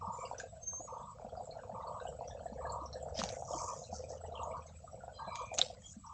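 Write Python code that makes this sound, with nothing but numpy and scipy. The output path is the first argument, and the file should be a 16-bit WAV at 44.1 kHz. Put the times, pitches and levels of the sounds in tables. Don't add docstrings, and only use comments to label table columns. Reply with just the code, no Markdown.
import sys
import numpy as np
from scipy import signal
from scipy.io import wavfile
from scipy.ndimage import uniform_filter1d, map_coordinates

SR = 44100
rng = np.random.default_rng(int(sys.argv[2]) if len(sys.argv) > 2 else 0)


def transcribe(u):
    v = np.clip(np.atleast_2d(u).T, -1, 1)
    q = np.round(v * 32767).astype(np.int16)
    wavfile.write(sys.argv[1], SR, q)


N = 270333
BAND_LIMIT_HZ = 8650


def gain_of(db):
    return 10 ** (np.asarray(db) / 20)


def unit_rms(x):
    return x / np.sqrt(np.mean(x ** 2) + 1e-20)


def curve(rows, t):
    times_s, *columns = np.transpose(rows)
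    return [np.interp(t, times_s, column) for column in columns]


def add(mix, start_s, sound):
    part = mix[round(start_s * SR):][:len(sound)]
    part += sound[:len(part)]


def ring(x, hz, width_hz):
    radius = np.exp(-np.pi * width_hz / SR)
    pole = radius * np.exp(2j * np.pi * hz / SR)
    return 2 * signal.lfilter([1 - radius], [1, -pole], x).real


def gliding_ring(x, hz, width_hz):
    carrier = np.exp(2j * np.pi * np.cumsum(hz) / SR)
    radius = np.exp(-np.pi * width_hz / SR)
    return 2 * (carrier * signal.lfilter([1 - radius], [1, -radius], x / carrier + 1e-18)).real


def wander(rate_hz):
    return map_coordinates(rng.standard_normal(200), [np.arange(N) / SR * rate_hz], order=3)


def blur(grid, rows, columns):
    return uniform_filter1d(uniform_filter1d(grid, rows, axis=0), columns, axis=1)


def patchy_noise(spectrum, patch_db, fft_size):
    hz = np.fft.rfftfreq(fft_size, 1 / SR)
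    real, imag, patches = rng.standard_normal((4 * N // fft_size + 5, len(hz), 3)).T
    knots_hz, knots_db = np.transpose(spectrum)
    shape_db = np.interp(np.log(hz + 1), np.log(knots_hz + 1), knots_db, left=-120, right=-120)
    spectra = (real + 1j * imag) * gain_of(shape_db[:, None] + patch_db * unit_rms(blur(patches, 6, 6)))
    return unit_rms(signal.istft(spectra, nperseg=fft_size, noverlap=3 * fft_size // 4)[1][:N])


def yard_echo(x, t60_s, delay_s):
    t = np.arange(SR // 2) / SR
    tail = rng.standard_normal(len(t)) * gain_of(-60 * t / t60_s) * (t > delay_s)
    return signal.fftconvolve(x, tail / np.linalg.norm(tail))[:N]


def bubble(hz, cycles, glide):
    age = np.arange(round(5 * cycles / hz * SR)) / SR * hz / cycles
    return np.sin(2 * np.pi * cycles * (age + glide * age ** 2)) * (age * np.exp(1 - age)) ** 2


# f/Hz, relative density/dB
AIR_SPECTRUM = [(530, -33), (900, -12.5), (1150, 3), (1590, -5), (4970, -2.5), (7610, -1), (8600, -13),
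                (11200, -61), (18900, -120)]

def air():
    return gain_of(-70) * patchy_noise(AIR_SPECTRUM, patch_db=1.5, fft_size=1024)


# f/Hz, relative density/dB
ROAD_SPECTRUM = [(15, -41), (25, -12.5), (32, -21.5), (55, 2), (75, 6.5), (108, 3.5), (219, -7.5),
                 (344, -49), (400, -27), (520, -45), (880, -120)]
# t/s, level/dB
ROAD_LEVEL = [(0.0, -56.5), (0.46, -59.5), (2.0, -56), (3.31, -53.5), (3.57, -56.5), (5.38, -57.5),
              (6.13, -58.5)]
# t/s, length/s, f/Hz, level/dB
ENGINE_NOTES = [(2.492, 0.8, 70, -54.5), (3.85, 1, 80, -54.5)]

def traffic(t):
    out = gain_of(curve(ROAD_LEVEL, t)[0]) * patchy_noise(ROAD_SPECTRUM, patch_db=2.15, fft_size=2048)
    drift_cycles = 2.5 * np.cumsum(wander(12)) / SR
    waver = gain_of(wander(7.2))
    for start_s, length_s, hz, db in ENGINE_NOTES:
        swell = np.clip(np.minimum(t - start_s, start_s + length_s - t) / .09, 0, 1)
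        out += gain_of(db) * swell * waver * np.sqrt(2) * np.sin(2 * np.pi * (hz * t + drift_cycles))
    return out


# f/Hz, stage width/Hz, level/dB
HIGH_HISS_BANDS = [(7000, 110, -79), (7736, 93, -71)]

def high_hiss():
    out = np.zeros(N)
    for hz, width_hz, db in HIGH_HISS_BANDS:
        band = ring(ring(rng.standard_normal(N), hz, width_hz), hz, width_hz)
        out += unit_rms(band) * gain_of(db + 3.7 * np.tanh(2 * wander(21)))
    return out


# t/s, length/s, start f/Hz, end f/Hz, level/dB
THIN_TONES = [(0.101, .25, 7110, 7390, -62), (0.167, 0.14, 2347, 2250, -65), (0.497, .17, 660, 636, -57),
              (0.727, 0.1, 1049, 1033, -61), (.74, 0.16, 6770, 6710, -58), (5.115, 0.34, 4120, 3930, -64.5),
              (5.13, .11, 4920, 4750, -68.5), (5.125, .08, 3230, 3115, -68.5),
              (5.178, .14, 1593, 1645, -62), (5.262, .32, 2336, 2418, -59), (5.304, 0.138, 4920, 4950, -69),
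              (5.815, 0.093, 3245, 3300, -63.5), (5.84, 0.12, 7000, 6980, -61)]

def thin_tones(width_hz=90):
    out = np.zeros(N)
    for start_s, length_s, start_hz, end_hz, db in THIN_TONES:
        hz = np.linspace(start_hz, end_hz, round(length_s * SR))
        hiss = rng.standard_normal(len(hz))
        tone = gliding_ring(gliding_ring(hiss, hz, width_hz), hz, width_hz)
        add(out, start_s, gain_of(db) * unit_rms(tone) * signal.windows.tukey(len(hz), .4))
    return out * gain_of(3 * wander(28))


# t/s, level/dB
WHISTLE_LEVEL = [(.6, -85), (.638, -38.5), (.652, -52), (.68, -28), (.72, -46), (.745, -42), (.79, -42.5),
                 (.835, -63), (1.02, -71)]

def bird_whistle(t, hz=6347):
    gate = (t > WHISTLE_LEVEL[0][0]) * (t < WHISTLE_LEVEL[-1][0])
    level_db = curve(WHISTLE_LEVEL, t)[0] + 2.5 * wander(23)
    return gate * gain_of(level_db) * np.sin(2 * np.pi * hz * t)


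# t/s, first-note level/dB
TRILL_CALLS = [(.005, -44), (.869, -46), (1.739, -44), (2.601, -44), (3.473, -44), (4.333, -44.5),
               (5.183, -45.5), (6.031, -47.5)]

def bird_trills(top_hz=1247, step_hz=35, step_db=1, spacing_s=.05, slowing_s=.005):
    out, t = np.zeros(N), np.arange(round(.033 * SR)) / SR
    for start_s, db in TRILL_CALLS:
        for k, jitter_db in enumerate(2.9 * rng.standard_normal(4)):
            end_hz = 866 + k * step_hz
            hz = end_hz + (top_hz - end_hz) * np.exp(-(t / .01468) ** 2.63)
            note = np.sin(2 * np.pi * np.cumsum(hz) / SR) * signal.windows.tukey(len(t), .6)
            onset_s = start_s + .004 + k * (spacing_s + k * slowing_s)
            add(out, onset_s, gain_of(db + k * step_db + jitter_db) * note)
    return out + gain_of(1.5) * yard_echo(out, t60_s=.26, delay_s=.01)


# t/s, level/dB, f/Hz
FAT_DROPS = [(.25, -53.5, 2790), (.254, -56, 4760), (.345, -51.5, 1507), (.382, -51.5, 6000),
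             (.384, -55.5, 5150), (.398, -45, 1606), (.398, -48.5, 6920), (.398, -61, 2450),
             (.4, -65, 3970), (.435, -68, 2620), (1.368, -58, 4730), (1.455, -58, 7450), (1.51, -55, 4260),
             (1.55, -59, 1343), (1.585, -50.5, 1555), (1.872, -60.5, 4410), (2.0, -60, 3870),
             (2.0, -48.5, 1514), (2.056, -55.5, 1544), (2.068, -54.5, 2983), (2.083, -55.5, 7590),
             (2.277, -51, 5750), (2.306, -56, 3540), (2.309, -58.5, 1720), (2.464, -55.5, 1740),
             (2.576, -53, 1730), (2.65, -47.5, 1643), (2.696, -53, 4350), (2.722, -52.5, 7430),
             (2.858, -53, 5620), (2.929, -52.5, 4130), (2.929, -53, 5610), (2.954, -55, 1710),
             (3.027, -56, 7430), (3.533, -57.5, 3150), (3.584, -58.5, 2300), (3.683, -59, 2400),
             (3.837, -53.5, 4070), (3.94, -53.5, 1355), (4.038, -63, 2400), (4.13, -56, 1230),
             (4.21, -56.5, 1345), (4.354, -52.5, 3140), (4.375, -51, 2780), (4.433, -52, 6780),
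             (4.51, -56.5, 2280), (4.565, -54.5, 1435), (4.667, -58, 6380), (4.875, -53, 1230),
             (5.005, -53.5, 1385), (5.08, -53, 1466), (5.456, -58, 6250), (6.064, -57, 5720)]

def fat_spits(small_count=300):
    out, t = np.zeros(N), np.arange(SR // 6) / SR
    when, softness, pitch = rng.random((small_count, 3)).T
    small_drops = np.transpose([when * N / SR, -66.5 - 7 * softness, 1000 * 7.5 ** pitch ** 2.066])
    envelope = (gain_of(-60 * t / .055) + gain_of(-6 - 60 * t / .21)) * np.minimum(t / .0013, 1)
    for start_s, db, hz in np.vstack([FAT_DROPS, small_drops]):
        tick = rng.standard_normal(len(t))
        for _ in range(3):
            tick = ring(tick, hz, width_hz=.11 * hz)
        add(out, start_s - .001, gain_of(db) * unit_rms(tick) * envelope)
    return out


# t/s, swell/s, fade/s, peak level/dB, peak f/Hz, end f/Hz, width/octaves
SPLASHES = [(.12, .07, 0.18, -62.5, 6660, 6420, 0.34), (.375, .02, 0.086, -64, 3500, 2420, 1),
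            (3.142, .05, .26, -49.5, 5720, 7030, 0.23), (3.152, 0.055, 0.17, -51.5, 2280, 1750, 0.7),
            (3.45, .16, .29, -47.5, 6260, 6340, 0.23), (3.91, .045, 0.11, -51.5, 5730, 5480, .25),
            (4.079, 0.021, 0.091, -55, 5830, 6070, .25), (5.345, 0.0092, 0.15, -60.5, 3350, 3390, 0.33),
            (5.35, 0.0055, 0.079, -55, 6730, 6500, 0.11), (5.535, 0.0059, 0.054, -48, 6990, 6500, 0.15),
            (5.569, 0.049, 0.13, -49.5, 4230, 4500, 0.69), (5.799, .11, 0.071, -59.5, 6600, 6980, 0.25)]

def sizzle():
    hiss = rng.standard_normal(N)
    droplets = gain_of(2.8 * np.minimum(rng.exponential(1, N), 3)) * (rng.random(N) < .02)
    fizz = hiss * (.15 + droplets)
    hz, t, spectra = signal.stft(fizz, SR, nperseg=512)
    patches = gain_of(4.4 * unit_rms(blur(rng.standard_normal(spectra.shape), 3, 9)))
    gain = np.zeros(spectra.shape)
    for start_s, swell_s, fade_s, db, peak_hz, end_hz, octaves in SPLASHES:
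        peak_s = start_s + swell_s
        end_s = peak_s + fade_s
        knots = [(start_s, -14, peak_hz), (peak_s, 0, peak_hz), (end_s, -17, end_hz)]
        envelope_db, centre_hz = curve(knots, t)
        offset_octaves = np.log2((hz[:, None] + 1) / centre_hz)
        band = np.exp(-.5 * (offset_octaves / octaves) ** 2) * (hz[:, None] < BAND_LIMIT_HZ)
        band /= np.sqrt((band ** 2).mean(0))
        gain += band * gain_of(db + envelope_db) * (t > start_s) * (t < end_s)
    return signal.istft(spectra * gain * patches, SR, nperseg=512)[1][:N] / fizz.std()


# t/s, level/dB, f/Hz, tone-to-crack blend/0-1
CHUNK_IMPACTS = [(0.399, -36.5, 2600, .8), (3.19, -25.5, 3500, .7), (3.1977, -23, 4000, .7),
                 (3.208, -33, 5000, .8), (3.217, -23, 1100, .2), (3.2368, -20.5, 6400, .6),
                 (3.2892, -27.5, 4000, .6), (5.356, -29.5, 2300, .7), (5.541, -32.5, 6900, .5),
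                 (5.579, -27.5, 2500, .6), (5.585, -24.5, 4150, .2), (5.586, -17.5, 6300, 0.25),
                 (5.5896, -13.5, 6700, .55), (5.6148, -9, 3700, .2), (5.618, -23, 3730, .1),
                 (5.6247, -25, 3950, .3)]

def wet_slaps(rise_s=.00079):
    out, t = np.zeros(N), np.arange(SR // 10) / SR
    age = t / rise_s
    pulse = age * np.exp(1 - age)
    spray = gain_of(-6 - 60 * t / .086) * np.minimum(age, 1)
    for start_s, db, hz, blend in CHUNK_IMPACTS:
        tone = np.sin(2 * np.pi * hz * t) * pulse ** 2
        hiss = ring(ring(rng.standard_normal(len(t)), 3400, 6200), 4000, 4700)
        crack = unit_rms(hiss) * (pulse + spray)
        add(out, start_s, gain_of(db) * ((1 - blend) * tone + .26 * blend * crack))
    return out


# f/Hz, nominal width/Hz, relative level/dB
BOWL_MODES = [(496.6, 67, 2.5), (592, 120, 1.5), (666, 64, 2.5), (826, 91, -5), (1198, 530, -16),
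              (230, 180, -16.5)]
# t/s, level/dB
SIMMER_LEVEL = [(0, -52.5), (.44, -45.5), (.52, -64), (.86, -52.5), (1.0, -47.5), (1.11, -67.5),
                (1.18, -47.5), (2.8, -46), (2.86, -52), (3.02, -43), (3.87, -49.5), (4.54, -45),
                (4.8, -62.5), (4.86, -53.5), (5.51, -50.5), (5.58, -44), (6.1, -78)]

def simmer(t, bursts_per_s=520):
    strength = gain_of(3.73 * np.minimum(rng.exponential(1, N), 4))
    knocks = strength * (rng.random(N) < bursts_per_s / SR)
    mode_hit = rng.integers(0, len(BOWL_MODES), N)
    bowl = np.zeros(N)
    for k, (hz, width_hz, db) in enumerate(BOWL_MODES):
        struck = (mode_hit == k) | ((hz < 300) & (mode_hit < 2))
        bursts = signal.oaconvolve(knocks * struck, bubble(hz, cycles=1, glide=.014))[:N]
        bowl += gain_of(db) * unit_rms(ring(ring(bursts, hz, 2.2 * width_hz), hz, 1.6 * width_hz))
    bowl = unit_rms(bowl + gain_of(-10.5) * yard_echo(bowl, t60_s=.45, delay_s=.004))
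    levelled = bowl / np.sqrt(uniform_filter1d(bowl ** 2, size=8000) + .27)
    return gain_of(curve(SIMMER_LEVEL, t)[0]) * levelled


# t/s, peak level/dB, f/Hz
LARGE_BUBBLES = [(.077, -43.5, 172), (.313, -30.5, 810), (.389, -41, 560), (.733, -42, 985),
                 (.796, -51, 288), (.735, -43, 595), (.805, -39, 640), (1.246, -48, 207),
                 (1.248, -36.5, 684), (1.287, -44, 734), (1.353, -46.5, 1164), (1.374, -35, 659),
                 (1.408, -35.5, 730), (1.417, -41, 571), (1.494, -41, 570), (1.635, -43, 990),
                 (1.729, -46, 192), (2.053, -32.5, 689), (2.09, -49, 143), (2.21, -33.5, 777),
                 (2.458, -32.5, 622), (2.521, -42, 214), (2.65, -33.5, 630), (2.816, -49, 290),
                 (3.077, -43, 654), (3.19, -38, 212), (3.227, -39.5, 173), (3.236, -31, 751),
                 (3.303, -38, 614), (3.423, -33, 708), (3.451, -45.5, 685), (3.508, -33, 568),
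                 (3.537, -33.5, 649), (3.549, -43.5, 305), (3.645, -39, 482), (3.927, -45.5, 195),
                 (3.928, -32.5, 678), (4.039, -37.5, 552), (4.104, -36.5, 587), (4.324, -36, 635),
                 (4.382, -48.5, 630), (4.473, -41.5, 640), (4.843, -42, 622), (4.944, -38, 560),
                 (5.037, -38, 646), (5.08, -37, 708), (5.273, -48, 174), (5.277, -36, 614),
                 (5.517, -36, 697), (5.577, -41, 700), (5.594, -30.5, 664), (5.701, -38, 624),
                 (5.967, -43.5, 207)]

def plops(gulp_count=40, gulp_hz=(140, 325)):
    out = np.zeros(N)
    when, softness, pitch = rng.random((gulp_count, 3)).T
    gulps = np.transpose([when * N / SR, -61.5 - 17 * softness, np.interp(pitch, (0, 1), gulp_hz)])
    for time_s, db, hz in np.vstack([LARGE_BUBBLES, gulps]):
        add(out, time_s - .62 / hz, gain_of(db) * bubble(hz, cycles=1.46, glide=.02))
    return out + gain_of(-4) * yard_echo(out, t60_s=.18, delay_s=.0024)


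def scene():
    t = np.arange(N) / SR
    background = air() + traffic(t) + high_hiss() + thin_tones() + bird_whistle(t) + bird_trills()
    wok = fat_spits() + sizzle() + wet_slaps() + simmer(t) + plops()
    return (background + wok)[None]


def record(dry):
    hz, _, spectra = signal.stft(dry[0], SR, nperseg=512, noverlap=384)
    power = blur(abs(spectra) ** 2, 5, 8) + 1e-20
    floor = np.percentile(power, q=20, axis=1, keepdims=True)
    gain = np.clip(1 - gain_of(-4.5) * floor / power, gain_of(-5.5), 1)
    gain[:4] = 1
    gain *= gain_of(-5 * np.clip((hz[:, None] - 8000) / 500, 0, 1))
    suppressed = signal.istft(spectra * gain, SR, nperseg=512, noverlap=384)[1][None, :N]
    lowpass = signal.firwin(401, BAND_LIMIT_HZ, window=("kaiser", 9), fs=SR)
    muffled = signal.oaconvolve(suppressed, lowpass[None], "same")
    return muffled + gain_of(-99) * rng.standard_normal(dry.shape)


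dry = scene()
out = record(dry)
transcribe(out)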